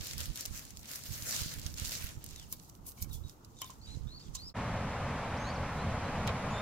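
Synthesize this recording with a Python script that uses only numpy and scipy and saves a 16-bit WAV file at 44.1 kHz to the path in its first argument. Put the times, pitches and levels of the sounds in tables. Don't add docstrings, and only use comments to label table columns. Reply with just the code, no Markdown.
import sys
import numpy as np
from scipy import signal
from scipy.fft import rfft, irfft, next_fast_len
from scipy.io import wavfile

SR = 44100
rng = np.random.default_rng(int(sys.argv[2]) if len(sys.argv) > 2 else 0)


def bounce(signal):
    frames = np.transpose(np.atleast_2d(signal))
    limited = np.clip(frames, -1, 1)
    pcm = np.round(limited * 32767).astype(np.int16)
    wavfile.write(sys.argv[1], SR, pcm)


N = 291501

# pitch_hz, level_db
AIR_SPECTRUM = [(18, -32), (30, -1.5), (124, -1.5), (295, -9.5), (600, -18), (1040, -13.5), (1860, -38),
                (2610, -28.5), (3980, -35.5), (6380, -26.5), (8300, -69.5), (14800, -25), (16000, -38)]
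# pitch_hz, likeness
AIR_LIKENESS = [(60, 1), (240, 0.92), (950, -0.096), (3770, 0.062), (15000, 0.064)]
# time_s, roar_db, hiss_db
RUSH_LEVELS = [(4.6, -40.5, -52.5), (5.7, -40, -53), (6.25, -40, -51), (6.61, -40, -51)]
# pitch_hz, level_db
ROAR_SPECTRUM = [(20, -8), (96, 1), (241, -6), (337, -20), (542, -7.5), (1030, -8), (1570, -14),
                 (2320, -17.5), (2990, -24), (6540, -38), (8300, -43.5), (10000, -74.5), (16000, -84)]
# pitch_hz, level_db
HISS_SPECTRUM = [(18, -28), (30, -22.5), (112, -24), (239, 0.5), (449, -0.5), (526, -0.5), (1250, -0.5),
                 (11700, -10), (14800, -19), (16000, -44)]

# time_s, level_db
BREEZE_LEVELS = [(0, -60), (.9, -69), (1.3, -52.5), (2.1, -57.5), (2.5, -66), (3.3, -70), (3.9, -69.5),
                 (4.5, -62.5)]
# full_at_s, rise_s, hold_s, fall_s, level_db
GUST_SWELLS = [(0, .01, .003, 0.042, -43.5), (.112, 0.012, 0.17, .02, -50), (.304, 0.035, .002, 0.018, -38),
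               (.512, 0.044, 0.0038, 0.067, -45.5), (.63, .05, 0.0052, 0.12, -66),
               (.742, 0.052, .003, 0.1, -53.5), (1.114, 0.041, 0.0082, 0.029, -44.5),
               (1.22, 0.05, .003, 0.032, -53), (1.432, 0.052, .003, 0.062, -50),
               (1.582, 0.034, .003, 0.087, -48), (1.654, .03, 0.11, 0.031, -52.5),
               (1.824, 0.024, 0.092, .015, -48.5), (2.042, .1, .003, 0.068, -50),
               (2.172, 0.035, .003, 0.038, -52), (2.284, 0.088, 0.24, .1, -61),
               (2.81, 0.05, .018, .14, -61), (3.024, .025, .01, 0.037, -44),
               (3.07, 0.018, 0.2, .036, -48.5), (3.482, .018, .002, 0.02, -62),
               (3.558, .06, .003, .07, -61), (3.934, .2, .003, .03, -52.5),
               (3.968, 0.044, 0.0024, 0.038, -44.5), (4.074, .065, .002, .03, -43),
               (4.184, 0.17, 0.0018, 0.013, -53.5), (4.282, .042, 0.043, 0.2, -49.5)]
# pitch_hz, level_db
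WIND_SPECTRUM = [(12, -33), (20, 0.5), (75, -3), (168, -13), (271, -19.5), (315, -23), (400, -30.5),
                 (520, -33), (880, -120)]
# start_s, level_db, pitch_hz
WIND_THUMPS = [(0.29, -54, 62), (0.508, -39, 72.6), (1.417, -32, 78.1), (1.46, -30.5, 118),
               (1.658, -30, 76), (1.818, -29.5, 75), (2.04, -32, 64.6), (2.171, -41, 96.9),
               (3.018, -36, 83), (3.248, -34, 88), (3.971, -29, 107), (4.007, -34, 57.3),
               (4.039, -40, 78.1), (4.058, -36, 79), (4.288, -35, 40.4)]

# start_s, length_s, first_hz, last_hz, closing_flick_hz, end_db, swell_db
BIRD_NOTES = [(2.355, 0.098, 3900, 2720, 0, -73, -3), (3.108, 0.075, 3770, 3400, 0, -76, -6),
              (3.236, 0.074, 3880, 3700, 0, -75, -3), (3.564, 0.076, 3800, 2950, 0, -70, 4),
              (3.65, 0.038, 3680, 3540, -250, -72.5, -7), (3.811, 0.056, 4200, 4870, -460, -62.5, 10),
              (3.863, 0.092, 3800, 4180, -400, -63.5, 2.5), (4.07, 0.12, 3550, 4660, -780, -59.5, 11),
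              (4.195, .012, 5160, 4250, 0, -59, 3), (4.208, 0.025, 4400, 5030, 0, -67.5, -4),
              (4.218, 0.079, 3750, 3030, 0, -79.5, -6), (4.365, 0.14, 3620, 5380, -1700, -57, 8.5),
              (5.36, 0.032, 3600, 6350, 0, -56, 5), (5.39, .118, 6200, 6650, -2000, -59.5, 1.5),
              (5.44, 0.082, 3770, 4760, 0, -54.5, 1.5), (5.537, 0.036, 6280, 3650, 8, -52, 11),
              (5.77, 0.065, 3800, 4210, 0, -58, 8), (6.04, 0.056, 3900, 4140, -2, -60, 4),
              (6.5, 0.082, 6750, 7200, 0, -65.5, -4), (6.532, 0.076, 3520, 3620, 0, -47.5, 11)]
# pitch_multiple, level_db
BIRD_TONES = [(1, 0), (1.5, -20), (2, -21)]
# full_at_s, rise_s, hold_s, fall_s, level_db
RUSTLE_SWELLS = [(5.725, .04, .05, .04, -74)]
# start_s, level_db, pitch_hz, decay_s, pan_db
TWIG_BURSTS = [(6.269, -41, 4000, 0.033, -4), (6.2743, -38.5, 5370, 0.013, 8),
               (6.275, -42, 9200, 0.012, -3), (6.276, -31, 2800, 0.062, -3), (6.289, -29, 800, 0.014, -1),
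               (6.291, -35, 2600, 0.061, 0)]

# start_s, level_db, extra_air_note_db, extra_rim_db, pan_db
CUP_KNOCKS = [(2.5256, -63.5, -2, -4, -8), (2.875, -74, 0, -17, -2.5), (2.976, -64, -12, -8, 3),
              (2.999, -63.5, -9, 2, 0.5), (3.022, -64, -7, -14, -5), (3.045, -66, -6, -4, -6),
              (3.6172, -54, 5, 11.5, 4.5), (3.6423, -65, 6, -3, -5), (3.697, -71.5, 17.5, 1, 1),
              (3.7042, -77, 7, 10, -7), (3.7152, -78, 9, 1, 0), (4.3518, -68, 9.5, -2, 2)]
# pitch_hz, level_db, decay_s
CUP_TONES = [(1030, 1, .045), (1630, -7, .03), (2280, 0, .035), (3070, -2, .035), (3800, -9, .03),
             (5950, -10, .035), (7000, -12, .03)]

# pitch_hz, level_db
FILM_SPECTRUM = [(260, -38), (450, -5.5), (625, -5.5), (794, -16), (1210, -8), (1530, -4.5), (3050, -4.5),
                 (6340, -0.5), (8290, -9), (15100, -4), (16000, -10)]
# full_at_s, rise_s, hold_s, fall_s, rustle_db, extra_body_db, extra_sizzle_db
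GLOVE_STROKES = [(0.013, 0.019, 0.12, 0.035, -48, -1, -1.5), (0.192, 0.033, 0.013, 0.11, -45.5, 0, 0.5),
                 (0.384, 0.053, 0.021, 0.076, -46.5, -2.5, -2), (.454, .01, .005, 0.088, -52.5, 2.5, -3),
                 (0.55, 0.051, .04, .1, -51, 0.5, 0.5), (0.676, .1, 0.036, 0.054, -63, 0, 2),
                 (0.76, 0.046, 0.0093, 0.18, -60, -20, -3), (0.901, 0.075, 0.061, .07, -49.5, -0.5, 0.5),
                 (1.059, 0.1, .005, .09, -53.5, 1, 1.5), (1.141, 0.054, .005, 0.084, -46, -3, 0),
                 (1.3, 0.19, 0.032, .05, -44.5, 1, 1.5), (1.344, 0.044, 0.011, 0.21, -39, -2, -2),
                 (1.511, .05, .01, 0.052, -52.5, 2, 0.5), (1.665, 0.098, 0.0026, 0.073, -52, 3.5, -2),
                 (1.779, 0.025, .05, .05, -46.5, -3.5, -3), (1.853, 0.028, .003, 0.1, -40.5, -9.5, -6),
                 (1.922, 0.092, 0.011, .14, -43.5, -1, 0), (2.0, 0.065, 0.11, 0.047, -51.5, 0, -5),
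                 (2.246, 0.092, 0.18, 0.095, -58.5, -4, -4), (2.531, 0.031, 0.0027, 0.018, -49, -13, 4.5),
                 (2.565, .03, 0.12, 0.059, -68, -13, 5.5), (2.698, .01, 0.0018, .01, -66, -25, -1),
                 (2.76, 0.071, .002, 0.011, -70, -20, 4), (2.868, 0.014, 0.022, 0.04, -56.5, -35, 9),
                 (2.978, .03, 0.021, .02, -61, -21, 1), (3.023, 0.014, .002, 0.022, -47.5, -36, 4),
                 (3.095, 0.033, .003, 0.024, -61, -8, -2), (3.139, 0.022, .003, 0.049, -52.5, -30, 3.5),
                 (3.306, 0.11, .002, 0.038, -61.5, -22, -2), (3.449, 0.0067, .002, 0.013, -62, -25, -4),
                 (3.6, .085, .01, .02, -62, -25, -10), (3.617, 0.01, .002, .01, -48.5, -13, -2.5),
                 (3.627, .01, 0.081, 0.082, -61, -3, -1), (3.887, 0.077, 0.068, 0.074, -60.5, -5, -23),
                 (4.09, 0.21, .003, .08, -69, 1, -15), (4.194, .008, 0.069, 0.1, -64, -3, -13),
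                 (4.354, 0.011, 0.0034, 0.016, -42, -35, -8), (4.389, .01, .003, 0.092, -60, -3, -5),
                 (4.482, .022, .003, 0.048, -68, -22, -22)]
# body_db, rustle_db, sizzle_db
GLOVE_REST = [-91, -87, -77]
# time_s, pan_db
GLOVE_POSITION = [(0, -.5), (2.1, -2), (2.7, -1.5), (4.5, -2.5)]
# start_s, level_db, extra_sizzle_db, pan_db
CREASE_SNAPS = [(.0097, -31, -17, .5), (.0578, -37, -15, 4), (0.069, -38, 4, 0), (.111, -35, -8, -2),
                (.134, -37, -12, 0), (.1807, -33, 5, 1), (0.2048, -31, 0, 1), (.2324, -39, -7, -2),
                (.2566, -37, 4, 3), (0.3581, -32.5, 2, -1.5), (.374, -31, -9, 3), (.409, -31, 2, 2),
                (0.4542, -27, -2, 0), (.459, -30, 3, 3), (0.576, -37, -2, -.5), (.6516, -40.5, 0, 3),
                (0.7058, -44.5, -4, 17.5), (0.7713, -35.5, -7, -5), (.7936, -46, -3, -5),
                (.831, -47, -3, -4), (0.857, -39.5, -14, -1.5), (.9144, -35, -3, 1), (0.9568, -36, 1, -1.5),
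                (1.0372, -39, -10, -8), (1.1847, -44, -8, 1), (1.223, -32, -13, .5), (1.3633, -28, -15, -1),
                (1.4344, -35, -16, -2), (1.4604, -35, -19, -1.5), (1.539, -36, 3, -4), (1.596, -38, 4, -1),
                (1.616, -39, -10, -10), (1.6641, -29, -9, -5), (1.7406, -34.5, -6, -1),
                (1.7829, -36, -18, -12), (1.798, -27.5, -5, 0), (1.8496, -28, -14, -6),
                (1.857, -30, -17, -8), (1.873, -32, -11, -2), (1.9096, -40, -5.5, -4),
                (2.2414, -44.5, 14, -4), (2.2628, -37.5, 1, 0), (2.289, -40, -7, -2.5),
                (2.309, -41.5, -2, -5), (2.3607, -38, -3, -1), (2.3975, -39, -4, -10),
                (2.5258, -40, 19.5, -1), (2.5985, -45, -13, -11), (2.697, -46.5, -3, -8),
                (2.7517, -52, -1, -15), (2.867, -55, 19, 0), (2.9191, -49, 0, -13),
                (3.0244, -38.5, 13.5, -3), (3.13, -50, 8, 0), (3.2824, -54, -10, -4), (3.296, -44.5, 0, -9),
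                (3.4475, -49.5, -3, -14.5), (3.6175, -30.5, 4, -3), (3.6445, -38, -17, 2),
                (3.7037, -45, -1, 1), (4.3515, -34, -9, 2.5)]

FOLD_DECAY_S, SNAP_DECAY_S, TICK_DECAY_S, SNAP_RISE_S = .005, .01, .0025, .00086
BODY_HZ, RUSTLE_HZ, SIZZLE_HZ = 1800, 6000, 12000
SNAP_BODY_DB, GUST_LEFT_DB, GUST_FLUTTER_DB, BREEZE_DEEP_DB = -26, -30, -7.5, -13.5
FLICK_S, FLICK_LOSS_DB = .013, 6
SWELL_DB = 15
FADE_OUT_S, FADE_IN_S = (4.505, 4.535), (4.54, 4.572)
CUTOFF_HZ = 16550


def amp(db):
    return 10 ** (np.asarray(db) / 20)


def rms_one(x):
    return x / np.sqrt(np.mean(x ** 2) + 1e-20)


def filtered(x, order, hz, kind):
    return signal.sosfilt(signal.butter(order, hz, kind, fs=SR, output="sos"), x)


def in_time(rows):
    times, *columns = np.transpose(rows)
    return [np.interp(np.arange(N) / SR, times, column) for column in columns]


def at_hz(points, hz):
    pitches, values = np.transpose(points)
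    return np.interp(np.log(hz), np.log(pitches), values)


def sides(pan_db):
    return amp(np.array([pan_db / 2, -pan_db / 2]))


def drift(rate_hz):
    r = np.exp(-80 * np.pi * rate_hz / SR)
    slow = signal.lfilter([1], [1, -2 * r, r * r], rng.standard_normal(N // 40 + 2002))[2000:]
    return np.interp(np.arange(N) / 40, np.arange(len(slow)), rms_one(slow))


def bands(spectrum, low_hz, count):
    white = rng.standard_normal((2, 2, N))
    for k, low in enumerate(low_hz * 2 ** (np.arange(count) / 2)):
        high = min(low * np.sqrt(2), .45 * SR)
        hz = np.sqrt(low * high)
        yield hz, amp(at_hz(spectrum, hz)) * filtered(white[k % 2], 2, [low, high], "band")


def coloured(spectrum):
    size = next_fast_len(N)
    hz = np.maximum(np.fft.rfftfreq(size, 1 / SR), 1)
    white = rfft(rng.standard_normal((2, size)))
    noise = irfft(white * amp(at_hz(spectrum, hz)), size)[:, :N]
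    return np.array([rms_one(side) for side in noise])


def swells(rows):
    t = np.arange(N // 32 + 2) * 32 / SR
    full_at, rise, hold, fall, db = np.transpose(rows)[:5, :, None]
    before = np.maximum((full_at - t) / rise, 0)
    after = np.maximum((t - full_at - hold) / fall, 0)
    return amp(2 * np.maximum(db - SWELL_DB * (before + after), -150))


def summed(power):
    return np.sqrt(np.interp(np.arange(N) / 32, np.arange(power.shape[1]), power.sum(axis=0)))


def ring(clicks, hz, decay_s):
    r, step = amp(-60 / (decay_s * SR)), 2 * np.pi * hz / SR
    return signal.lfilter([0, np.sin(step)], [1, -2 * r * np.cos(step), r * r], clicks + 1e-18)


def still_air():
    out, together = 0, drift(3.5)
    for hz, (middle, side) in bands(AIR_SPECTRUM, 30.17, count=18):
        alike = at_hz(AIR_LIKENESS, hz)
        stereo = np.sqrt(1 + alike) * middle + np.sqrt(1 - alike) * side * [[1], [-1]]
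        out += amp(1.5 * (.24 * together + drift(22))) * stereo
    return amp(-57.5) * rms_one(out)


def far_rush():
    roar_db, hiss_db = in_time(RUSH_LEVELS)
    noise = coloured(ROAR_SPECTRUM)[0]
    bass, upper = (rms_one(filtered(noise, 4, 340, kind)) for kind in ("low", "high"))
    roar = amp(roar_db) * (amp(.64 * drift(8.4)) * upper + amp(1.5 + 1.4 * drift(5.9)) * bass)
    hiss = amp(hiss_db) * coloured(HISS_SPECTRUM)[0]
    return np.array([roar + hiss, roar - hiss])


def wind():
    gust = summed(swells(GUST_SWELLS)) * amp([[GUST_LEFT_DB], [0]])
    breeze = amp(*in_time(BREEZE_LEVELS)) / np.sqrt(2)
    lumps = amp(2 * np.array([drift(11), drift(39)]))
    noise = coloured(WIND_SPECTRUM)
    deep, upper = (rms_one(filtered(noise, 4, 100, kind)) for kind in ("low", "high"))
    rumble = np.hypot(gust, amp(BREEZE_DEEP_DB) * breeze) * deep
    flutter = np.hypot(amp(GUST_FLUTTER_DB) * gust, breeze) * upper
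    out = 2 * lumps * (rumble + flutter)
    for start_s, db, hz in WIND_THUMPS:
        t = np.arange(round(1.5 * SR / hz)) / SR
        thump = np.sin(2 * np.pi * hz * t) * np.exp(-1.5 * hz * t) * signal.windows.tukey(len(t), .25)
        at = round(start_s * SR)
        out[1, at:at + len(t)] -= 2 * amp(db) * thump
    return out


def birds():
    calls = np.zeros(N)
    waver, husk = drift(150), 1 + .55 * drift(250)
    for start_s, length_s, first_hz, last_hz, flick_hz, end_db, swell_db in BIRD_NOTES:
        start, end = round(start_s * SR), min(round((start_s + length_s) * SR), N)
        progress = np.linspace(0, 1, end - start)
        closing = np.maximum(1 - (1 - progress) * length_s / FLICK_S, 0)
        arch_hz = .4 * abs(last_hz - first_hz) * progress * (1 - progress)
        hz = first_hz + (last_hz - first_hz) * progress + arch_hz + flick_hz * closing
        db = end_db - swell_db * (1 - progress) - FLICK_LOSS_DB * closing
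        hoarseness = .035 if last_hz < .92 * first_hz else .007
        phase = 2 * np.pi * np.cumsum(hz * (1 + hoarseness * waver[start:end])) / SR
        tone = sum(amp(tone_db) * (multiple * hz < 8500) * np.sin(multiple * phase)
                   for multiple, tone_db in BIRD_TONES)
        edges = signal.windows.tukey(end - start, .008 * SR / (end - start))
        calls[start:end] += np.sqrt(2) * amp(db) * edges * husk[start:end] * tone
    t = np.arange(round(.25 * SR)) / SR
    trunks = rng.standard_normal((2, len(t))) / np.sqrt(.022 * SR) * amp(-10 - 60 * t / .3)
    echo = signal.fftconvolve(calls[None], trunks, axes=1)[:, :N]
    from_side = np.array([calls, np.roll(calls, 3)])
    return amp(8) * (from_side + echo), calls + echo[0]


def faint_rustle():
    hiss = filtered(rng.standard_normal(N), 2, (8000, 15000), "band")
    return summed(swells(RUSTLE_SWELLS)) * rms_one(hiss)


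def twig():
    out, t = np.zeros((2, N)), np.arange(2000) / SR
    for start_s, db, hz, decay_s, pan_db in TWIG_BURSTS:
        burst = rng.standard_normal((2, len(t))) * amp(-60 * t / decay_s)
        burst = filtered(burst, 2, [hz / 2, hz * 1.45], "band")
        at = round(start_s * SR)
        out[:, at:at + len(t)] += 2 * amp(db) * sides(pan_db)[:, None] * burst
    return out


def cup():
    start_s, db, air_db, rim_db, pan_db = np.transpose(CUP_KNOCKS)
    chance_db = rng.normal(0, 1, (len(start_s), len(CUP_TONES)))
    out, t = 0, np.arange(2400) / SR
    for k, (hz, tone_db, decay_s) in enumerate(CUP_TONES):
        strike_db = db + tone_db + chance_db[:, k] + air_db * (k == 0) + rim_db * (k > 2)
        clicks = np.zeros((2, N))
        clicks[:, (start_s * SR).astype(int)] = amp(strike_db) * sides(pan_db)
        chatter = .21 * rng.standard_normal((2, len(t))) * amp(-60 * t / .085)
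        chatter[:, 0] = 1
        out += ring(signal.oaconvolve(clicks, chatter, axes=1)[:, :N], hz, decay_s)
    return out


def tiny_folds(base_per_s, spread_db):
    sizes = amp(spread_db * np.minimum(rng.exponential(1, N), 4))
    clicks = sizes * (rng.random(N) < base_per_s * amp(4 * drift(25)) / SR)
    return rms_one(signal.lfilter([1], [1, -amp(-60 / (FOLD_DECAY_S * SR))], clicks + 1e-18))


def crease_snaps():
    out, t = np.zeros((3, 2, N)), np.arange(1500) / SR
    tick = amp(1 - 60 * t / TICK_DECAY_S)
    tail = amp(-60 * t / SNAP_DECAY_S) * np.minimum(t / SNAP_RISE_S, 1)
    for start_s, db, sizzle_db, pan_db in CREASE_SNAPS:
        gains = amp(db + np.array([SNAP_BODY_DB, 0, sizzle_db]))
        at = round(start_s * SR)
        out[:, :, at:at + len(t)] += gains[:, None, None] * sides(pan_db)[:, None] * (tick + tail)
    return amp(-5.5) * out


def glove():
    strokes = swells(GLOVE_STROKES)
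    body_db, sizzle_db = np.transpose(GLOVE_STROKES)[5:, :, None]
    parts = [np.hypot(summed(strokes * amp(2 * db)), amp(rest_db))
             for db, rest_db in zip([body_db, 0, sizzle_db], GLOVE_REST)]
    rubbing = np.array(parts)[:, None] * sides(*in_time(GLOVE_POSITION))
    snaps, shared_folds = crease_snaps(), tiny_folds(base_per_s=390, spread_db=5.5)
    out, power = 0, 0
    for hz, noise in bands(FILM_SPECTRUM, 479, count=10):
        share = [np.interp(np.log(hz), np.log([BODY_HZ, RUSTLE_HZ, SIZZLE_HZ]), row) for row in np.eye(3)]
        folds = 1 + .36 * shared_folds + .3 * tiny_folds(base_per_s=250, spread_db=1)
        bending = amp(1.93 * drift(14.4))
        level = np.tensordot(share, rubbing, 1) * rms_one(folds * bending) + np.tensordot(share, snaps, 1)
        out += noise * level * sides(np.array([2 * share[2]]))
        power += np.mean(noise ** 2)
    return amp(5) * out / np.sqrt(power)


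def scene():
    t = np.arange(N) / SR
    birds_aside, birds_ahead = birds()
    first_spot = glove() + cup() + wind() + still_air() + birds_aside
    second_spot = far_rush() + twig() + faint_rustle() + birds_ahead
    return np.interp(t, FADE_OUT_S, [1, 0]) * first_spot + np.interp(t, FADE_IN_S, [0, 1]) * second_spot


def record(dry):
    return signal.sosfilt(signal.cheby2(16, 70, CUTOFF_HZ, fs=SR, output="sos"), dry)


dry = scene()
out = record(dry)
bounce(out)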